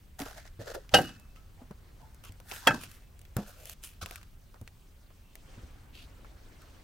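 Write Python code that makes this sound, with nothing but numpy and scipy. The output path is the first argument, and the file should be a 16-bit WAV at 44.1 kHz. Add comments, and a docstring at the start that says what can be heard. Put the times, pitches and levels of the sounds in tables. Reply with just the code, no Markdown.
"""A steel fire bowl on a patio clanks under two heavy drops as tongs and a boot rearrange burning logs.
Each impact excites the damped modes of bowl and grate; the tongs ring with a slow beat.
Dragged charcoal scrapes and crunches by friction and brittle fracture, and breaks in sharp snaps.
Logs and boots land with low thuds. Wind and flame rumble under a soft hiss; clothing rustles briefly."""
import sys
import numpy as np
from scipy import signal
from scipy.io import wavfile

SR = 44100
rng = np.random.default_rng(int(sys.argv[2]) if len(sys.argv) > 2 else 0)


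def put_to_file(sound):
    """Save the sound as 16-bit audio at rate SR, in the file named by the first command-line argument."""
    columns = np.atleast_2d(sound).T  # one column per channel
    safe = np.clip(columns, -1, 1)
    whole_steps = np.round(safe * 32767)
    wavfile.write(sys.argv[1], SR, whole_steps.astype(np.int16))


N = 301203

# Coherence of the two channels. Each row: frequency in Hz, left-right correlation.
COHERENCE = [(30, 0.93), (125, 0.98), (500, 0.44), (2000, 0.27), (6000, 0.71), (14000, 0.16)]
# The same for the drops and the tongs. Each row: frequency in Hz, left-right correlation.
IMPACT_COHERENCE = [(250, .9), (500, .85), (1200, .93), (2400, .72), (4800, .55), (12000, .1)]
BOWL_WAVER_DB = 2.5   # loose coals damp each ring unevenly
NOISE_CUTOFF_HZ = 16300


def bowl_clanks(second_drop_s=2):
    """Modal response: impacts ring the bowl's distinct modes; its dense fine modes act as dying noise."""
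    # Contacts within the drops. Each row: time in seconds, level in dB, hardness in dB per octave.
    contacts = [(0.9395, 3, -0.5), (0.9433, -0.5, 4), (0.9529, -14, -1.5), (0.967, -16.5, 0),
                (.987, -9, -4.5), (1.091, -34, 4), (2.6686, -13.5, -2.5), (2.672, 2.5, 3.5),
                (2.6738, -5, -3), (2.6763, -4.5, -2), (2.687, -17, -1), (2.708, -11.5, -1)]
    # Modes of bowl and grate. Each row: frequency in Hz, t60 in seconds, gain in dB in drop one and two.
    modes = [(170, 0.18, -34, -42.5), (290, .2, -37.5, -34.5), (546, 0.072, -32.5, -42.5),
             (615, .15, -30, -32), (813, 0.17, -26, -36.5), (898, 0.1, -28.5, -22), (1924, .1, -35, -38.5),
             (490, .14, -22, -33), (730, .14, -23, -33), (780, .12, -19.5, -29), (1305, .065, -25, -15.5),
             (1400, .12, -38, -31), (1530, .15, -30, -29), (1580, .16, -30, -28), (1670, .14, -29, -30),
             (1787, .09, -40, -25), (2587, .13, -33, -33), (3134, .055, -24, -34), (3270, .05, -32, -23),
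             (3720, .075, -31, -48), (4400, .25, -48, -58), (2604, .75, -56.5, -62)]
    # Fine modes of sheet steel and charred wood, a fast-dying crack. The columns are those of the modes.
    fine_modes = [(110, 0.23, -43, -49), (220, 0.48, -46.5, -49), (416, 0.032, -27.5, -34.5),
                  (573, 0.077, -16.5, -22), (790, 0.023, -16.5, -32), (1230, 0.015, -35, -22),
                  (1620, 0.093, -26, -30), (2410, 0.03, -38, -23.5), (3396, 0.011, -24, -28.5),
                  (4900, 0.071, -30, -38), (7100, 0.049, -37.5, -38.5), (10175, 0.053, -37.5, -41),
                  (13500, 0.011, -45.5, -38)]
    times, level_db, hardness = np.transpose(contacts)
    drop = (times > second_drop_s).astype(int)
    onsets = np.round(times * SR).astype(int)
    scatter_db = rng.standard_normal((len(times), len(modes)))
    out = np.zeros((2, N))

    def impulses(hz, drop_db, extra_db=0):
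        """The contacts as felt at one frequency: harder ones put more energy into the treble."""
        clicks = np.zeros(N)
        tilt_db = hardness * np.log2(hz / 1000)
        clicks[onsets] = from_db(level_db + tilt_db + np.take(drop_db, drop) + extra_db)
        return clicks

    for k, (hz, t60, *drop_db) in enumerate(modes):
        force = impulses(hz, drop_db, scatter_db[:, k]) * (-1) ** k
        tone = resonator(force, hz, t60) * from_db(BOWL_WAVER_DB * drift(40))
        side = quadrature(tone, hz) * (-1) ** (k // 2)   # the modes face different ways
        out += stereo(tone, side, hz, IMPACT_COHERENCE)
    for hz, noise in half_octave_noise(lowest_hz=90, octaves=7.5):
        t60, *drop_db = (at_hz(fine_modes, hz, column) for column in (1, 2, 3))
        envelope = decay(impulses(hz, drop_db), t60)
        out += envelope * stereo(*rms_one(noise), hz, IMPACT_COHERENCE)
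    return out


def tong_ring(struck_s=0.9435, blow_db=-23, t60=0.26, waver_db=4):
    """Beating: one blow rings two slightly mistuned arms, which slip out of phase."""
    # The natural frequency of each arm in Hz.
    arms_hz = [2885.2, 2891.4]
    blow = impulse(struck_s, blow_db)
    tone = sum(resonator(blow, hz, t60) for hz in arms_hz)
    tone *= from_db(waver_db * drift(26))   # the grip shifts and damps the ring unevenly
    return stereo(tone, quadrature(tone, arms_hz[0]), arms_hz[0], IMPACT_COHERENCE)


def bar_touches():
    """Free vibration: a light touch leaves one bar of the grate or tongs ringing in a single mode."""
    # Each row: time in seconds, impulse level in dB, frequency in Hz, t60 in seconds.
    touches = [(1.372, -60, 1302, 0.24), (2.03, -56.5, 879, 0.31), (3.02, -73, 2620, .5),
               (5.24, -70, 2700, .4)]
    return sum(resonator(impulse(start, level_db), hz, t60) * from_db(BOWL_WAVER_DB * drift(20))
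               for start, level_db, hz, t60 in touches)


def charcoal_scrapes(grains_per_s=800, grain_spread_db=3.5, smooth_friction=1.4):
    """Friction and brittle fracture: grainy noise is coloured by resonances of wood, hollow and shaft."""
    # Drags of charcoal, boot and tongs. Each row: start, rise, hold and nominal trail t60 in seconds,
    # crunch level in dB, wood body and ash fizz in dB over crunch, body and hollow pitch in Hz.
    strokes = [(0.182, 0.01, 0.029, 0.26, -48.5, 2.5, 0.5, 706, 1680),
               (0.247, 0.0091, 0.057, 0.45, -56, -0.5, -4.5, 720, 1630),
               (0.335, 0.035, 0.021, 0.33, -56.5, 4.5, -8, 736, 1880),
               (0.445, 0.0085, 0.023, 0.09, -63.5, -3, -8, 750, 1800),
               (0.589, 0.012, 0.018, 0.32, -55.5, 9, -9, 505, 1680),
               (0.638, 0.04, 0.041, 0.12, -51.5, 6.5, -9, 525, 1600),
               (0.732, 0.017, 0.0057, 0.02, -44.5, 6, -3.5, 507, 1600),
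               (0.748, 0.0092, 0.0099, 0.45, -59, 18.5, -10, 474.2, 1608),
               (0.902, 0.025, 0.013, 0.21, -51, 5.5, -10, 760, 1506),
               (0.935, 0.0062, 0.032, 0.48, -39, 6, -1, 593, 1592),
               (1.349, 0.01, 0.016, 0.12, -64, -3.5, -12.5, 1280, 2600),
               (1.57, 0.015, 0.053, 0.1, -75, 13, -9, 709, 1507),
               (1.991, 0.0078, 0.053, 1, -70, 8, -10.5, 831, 1450),
               (2.231, 0.008, 0.048, 0.074, -59.5, -2.5, -2, 1314, 2800),
               (2.41, 0.13, 0.029, 0.5, -49.5, -8.5, 1.5, 850, 1640),
               (2.581, 0.088, 0.078, 0.54, -49, 3, -10.5, 1115, 1517),
               (2.775, 0.056, 0.0071, 0.18, -53, -13, 4, 1310, 2650),
               (2.872, 0.022, 0.062, 0.51, -69, -15.5, 7, 719, 1930),
               (3.355, 0.013, 0.022, 1, -55, 3, -5, 760, 1460),
               (3.457, 0.021, 0.0094, 0.37, -67, 13.5, 11, 625, 1500),
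               (3.496, 0.12, 0.02, 0.41, -64.5, 8, 5, 567, 2550),
               (3.618, 0.072, 0.042, 0.048, -59, -3.5, 7, 587, 3020),
               (3.814, 0.026, 0.012, 0.43, -56.5, -17, 9, 1250, 2900),
               (4.009, 0.0095, 0.016, 0.057, -41.5, -7.5, -10, 808, 1300),
               (4.043, 0.009, 0.11, 0.39, -57.5, -7, -7, 759, 1413),
               (5.919, 0.03, 0.073, 0.3, -61.5, 3.5, -5.5, 2870, 3700),
               (6.612, 0.0073, 0.015, 0.2, -67.5, 6, -13.5, 1380, 1700)]
    body_ratio, hollow_ratio = 1.23, 1.22   # from centre frequency to either band edge
    hollow_db, shaft_db = -3, -6   # relative to crunch and to fizz
    fractures = rng.random(N) < grains_per_s * from_db(3 * drift(40)) / SR   # grains come in clumps
    grains = fractures * from_db(grain_spread_db * np.minimum(rng.exponential(1, N), 5))
    roughness = smooth_friction + rms_one(decay(grains, t60=0.0049))
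    friction = roughness * rng.standard_normal((2, N))
    resonances, crunch, fizz = np.zeros((2, N)), np.zeros(N), np.zeros(N)
    for start, *shape, body_hz, hollow_hz in strokes:
        body_gain, crunch_gain, fizz_gain = stroke_envelopes(start, *shape)
        onset = round(start * SR)
        span = slice(onset, onset + len(body_gain))
        body = rms_one(band(friction[:, span], body_hz / body_ratio, body_hz * body_ratio))
        hollow = rms_one(band(friction[:, span], hollow_hz / hollow_ratio, hollow_hz * hollow_ratio))
        resonances[:, span] += body_gain * body + crunch_gain * from_db(hollow_db) * hollow
        crunch[span] += crunch_gain
        fizz[span] += fizz_gain
    shaft = from_db(shaft_db) * fizz * shaft_ring(friction[0])
    return three_bands(0, crunch, fizz, friction) + stereo(*resonances, hz=340) + shaft


def stroke_envelopes(start, rise, hold, t60, level_db, body_db, fizz_db):
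    """Body, crunch and fizz of one drag swell quadratically, hold, then decay exponentially."""
    # Factors on the stroke's t60 for body, crunch and fizz.
    trail_factors = [0.34, 0.9, 0.54]
    age = np.arange(min(SR, N - round(start * SR))) / SR
    swell = np.minimum(age / rise, 1) ** 2
    trail_db = -60 * np.maximum(age - rise - hold, 0) / (t60 * np.c_[trail_factors])
    return swell * from_db(level_db + np.c_[[body_db, 0, fizz_db]] + np.maximum(trail_db, -120))


def shaft_ring(friction, t60=0.018, waver_db=4):
    """Forced vibration: friction drives the bending modes of the tongs' steel shaft."""
    return rms_one(sum(resonator(friction, hz, t60) * from_db(waver_db * drift(8))
                       for hz in np.geomspace(2750, 13600, 14)))


def charcoal_snaps(rise_s=0.00048, spike_height=3.05, spike_s=0.00047, woody_db=3.5):
    """Brittle fracture: each break is a spike of noise with a tail whose treble is damped first."""
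    # Each row: time in seconds, base level in dB, extra gain of wood body and of treble in dB.
    snaps = [(0.2012, -31.5, -10.5, -14), (0.219, -31, -13, -33), (0.2604, -37.5, -2.5, -31),
             (0.311, -42, -7.5, -24), (0.4545, -53, -3.5, -27), (0.749, -47.5, 3, -23),
             (0.893, -43.5, -34, -28), (1.198, -56, -6.5, -2), (1.361, -49.5, -19, -25.5),
             (1.7111, -49, 0.5, -18), (2.146, -59, -6, 0.5), (2.239, -43.5, -13, -10.5),
             (2.25, -50, -13, -2.5), (2.3217, -53, -28, 0), (2.4016, -48.5, -5, -8.5),
             (2.514, -31, -15.5, -27), (2.5196, -32, -7.5, -20), (2.5623, -36, -14, -27),
             (2.836, -33, -17, -17), (2.915, -48, -15, -3), (3.1922, -52, -22.5, -3),
             (3.215, -50.5, -18, -3.5), (3.2518, -47, -21.5, -16.5), (3.367, -33.5, -0.5, -2.5),
             (3.6556, -42, -18.5, -3), (3.6965, -42, -17, 1.5), (3.838, -41.5, -19, -3),
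             (4.06, -31.5, -11.5, -12), (4.1103, -34, -10, -13), (4.1582, -35.5, -39, -8.5),
             (4.2143, -52.5, -37.5, -14), (4.2304, -47, -43, -10.5), (4.543, -51, -2.5, -25.5),
             (4.56, -64, 2.5, -12.5), (4.6138, -59.5, -2, 3.5), (4.677, -41, -19, -22),
             (5.105, -68, 7, -18), (5.3545, -41.5, -13, -7.5), (6.2467, -58.5, 7.5, -10),
             (6.619, -54.5, -26, -6)]
    offset_db, t60 = np.c_[[1, -7, 1]], np.c_[[0.07, 0.035, 0.022]]   # body, crunch, treble
    age = np.arange(round(0.15 * SR)) / SR
    tail = from_db(-60 * age / t60) * (1 - np.exp(-age / rise_s))
    burst = tail + spike_height * np.exp(-age / spike_s)
    envelopes = np.zeros((3, N))
    for start, level_db, body_db, treble_db in snaps:
        onset = round(start * SR)
        gains = from_db(level_db + offset_db + np.c_[[body_db, 0, treble_db]])
        envelopes[:, onset:onset + len(age)] += gains * burst
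    white = rng.standard_normal((2, N))
    woody_noise = white + from_db(woody_db) * band(white, 1200, 3100)
    return three_bands(*envelopes, woody_noise)


def thuds(puff_db=-9, rise_s=0.00014):
    """Damped oscillation: a landing log or boot rings one low wood mode, with a dull puff of noise."""
    # Each row: time in seconds, level in dB, frequency in Hz, t60 in seconds.
    landings = [(0.205, -31.5, 265, 0.09), (0.219, -31.5, 272, 0.1), (0.591, -34, 110, 0.17),
                (0.934, -26, 95, 0.17), (0.99, -26.5, 179, 0.07), (1.618, -42.5, 252, 0.093),
                (1.709, -31, 194, 0.038), (2.296, -38.5, 88, 0.13), (2.671, -25.5, 314, 0.062),
                (2.74, -36, 231, 0.24), (3.366, -22, 123, 0.075), (3.385, -27, 206.6, 0.15),
                (4.025, -33.5, 87, 0.14), (4.613, -35, 102.5, 0.1), (5.575, -40, 102.2, 0.13),
                (5.635, -35, 64.5, 0.11)]
    out = np.zeros(N)
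    age = np.arange(round(0.4 * SR)) / SR
    for start, level_db, hz, t60 in landings:
        tone = np.sin(2 * np.pi * hz * age)
        puff = rms_one(band(rng.standard_normal(len(age)), hz * 0.22, hz * 2.5))
        envelope = from_db(level_db - 60 * age / t60) * (1 - np.exp(-age / rise_s))
        onset = round(start * SR)
        out[onset:onset + len(age)] += envelope * (tone + from_db(puff_db) * puff)
    return out


def wind_flame_and_rustle(flicker_db=1.9, crossovers_hz=(200, 2500)):
    """Broadband noise: wind, flame and a brief rustle of clothing near 5.5 s, in three ranges."""
    # Each row: time in seconds, levels of rumble, murmur and hiss in dB.
    levels = [(0, -52.5, -67.5, -73), (2, -52, -64.5, -71), (4.398, -53.5, -68, -71.5),
              (5.3, -56, -67.5, -71), (5.55, -52, -57.5, -62.5), (5.851, -51, -62, -69.5),
              (6.83, -55, -60, -65.5)]
    # Spectral shape within those ranges. 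Each row: frequency in Hz, relative density in dB.
    spectrum = [(12, -31), (20, -4), (44, -5.5), (91, -10.5), (127, -18), (397, -29.5), (1040, -35.5),
                (1150, -37.5), (1480, -34), (2720, -43), (8500, -52), (11000, -73)]
    layers = np.zeros((3, 2, N))
    for hz, noise in half_octave_noise(lowest_hz=18, octaves=9.5):
        layer = np.searchsorted(crossovers_hz, hz)
        wobble_db = flicker_db * drift(22) * (layer > 0)
        layers[layer] += from_db(at_hz(spectrum, hz) + wobble_db) * stereo(*noise, hz)
    times, *curves_db = np.transpose(levels)
    return sum(from_db(np.interp(np.arange(N) / SR, times, curve_db)) * rms_one(noise)
               for curve_db, noise in zip(curves_db, layers))


def microphone_hiss():
    """Self-noise: the microphones add a steady hiss that rises towards the top."""
    # Each row: centre frequency in Hz, band level in dB.
    hiss_bands = [(6000, -81.5), (9000, -78.5), (12000, -78.5), (15000, -74)]
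    white = rng.standard_normal((2, 2, N))
    return sum(from_db(level_db) * stereo(*rms_one(band(white[k % 2], hz - 1500, hz + 1500)), hz)
               for k, (hz, level_db) in enumerate(hiss_bands))


def three_bands(body, crunch, treble, noise):
    """Amplitude modulation: three ranges of a mid-side noise each follow their own envelope."""
    ranges_hz = [(400, 1035), (1100, 6350), (3900, 13830)]
    return sum(envelope * stereo(*rms_one(band(noise, low, high)), np.sqrt(low * high))
               for envelope, (low, high) in zip((body, crunch, treble), ranges_hz))


def half_octave_noise(lowest_hz, octaves):
    """Filter bank: yields the centre frequency and mid-side noise of each half octave."""
    edges = lowest_hz * 2 ** np.arange(0, octaves + 0.1, 0.5)
    white = rng.standard_normal((2, 2, N))
    for k, (low, high) in enumerate(zip(edges, edges[1:])):
        yield np.sqrt(low * high), band(white[k % 2], low, high)


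def impulse(time_s, level_db):
    """An ideal blow, one sample long."""
    return from_db(level_db) * (np.arange(N) == round(time_s * SR))


def resonator(force, hz, t60):
    """Damped oscillator: a unit impulse starts a decaying sine of amplitude 1."""
    radius = np.exp(-np.log(1000) / (t60 * SR))
    angle = 2 * np.pi * hz / SR
    return signal.lfilter([0, np.sin(angle)], [1, -2 * radius * np.cos(angle), radius ** 2], force + 1e-18)


def decay(clicks, t60):
    """Leaky integration: an envelope that jumps at each click and falls exponentially."""
    return signal.lfilter([1], [1, -np.exp(-np.log(1000) / (t60 * SR))], clicks + 1e-18)


def drift(rate_hz):
    """Low-passed noise: a slow random fluctuation of unit rms."""
    hop, settle = 40, 2000
    pole = np.exp(-2 * np.pi * hop * rate_hz / SR)
    white = rng.standard_normal(N // hop + settle + 2)
    slow = signal.lfilter([1], [1, -2 * pole, pole ** 2], white)[settle:]
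    return np.interp(np.arange(N) / hop, np.arange(len(slow)), rms_one(slow))


def stereo(mid, side, hz, coherence=COHERENCE):
    """Mid-side mixing: the coherence at this frequency sets how alike left and right are."""
    alike = at_hz(coherence, hz)
    return np.sqrt((1 + alike) / 2) * mid + np.sqrt((1 - alike) / 2) * side * [[1], [-1]]


def quadrature(tone, hz):
    """The tone shifted by a quarter period."""
    return np.roll(tone, round(SR / hz / 4))


def band(x, low_hz, high_hz):
    """Band-pass filter."""
    return signal.sosfilt(signal.butter(2, [low_hz, high_hz], "band", fs=SR, output="sos"), x)


def low_pass(x, stop_hz):
    """Steep low-pass filter."""
    return signal.sosfilt(signal.cheby2(20, 60, stop_hz, fs=SR, output="sos"), x)


def at_hz(table, hz, column=1):
    """Interpolate a table on a log-frequency axis."""
    columns = np.transpose(table)
    return np.interp(np.log(hz), np.log(columns[0]), columns[column])


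def from_db(db):
    """Amplitude ratio of a level."""
    return 10 ** (np.asarray(db) / 20)


def rms_one(x):
    """Scale to unit rms."""
    return x / np.sqrt(np.mean(x ** 2) + 1e-20)


def scene():
    """Superposition: the impacts add to band-limited scraping, wind, flame and rustle."""
    impacts = bowl_clanks() + tong_ring() + bar_touches() + charcoal_snaps() + thuds()
    return impacts + low_pass(charcoal_scrapes() + wind_flame_and_rustle(), NOISE_CUTOFF_HZ)


def record(dry):
    """Soft saturation: microphone hiss is added, peaks are rounded and the top is cut."""
    ceiling = 0.82
    picked_up = dry + low_pass(microphone_hiss(), NOISE_CUTOFF_HZ)
    return low_pass(ceiling * np.tanh(picked_up / ceiling), stop_hz=17000)


dry = scene()
out = record(dry)
put_to_file(out)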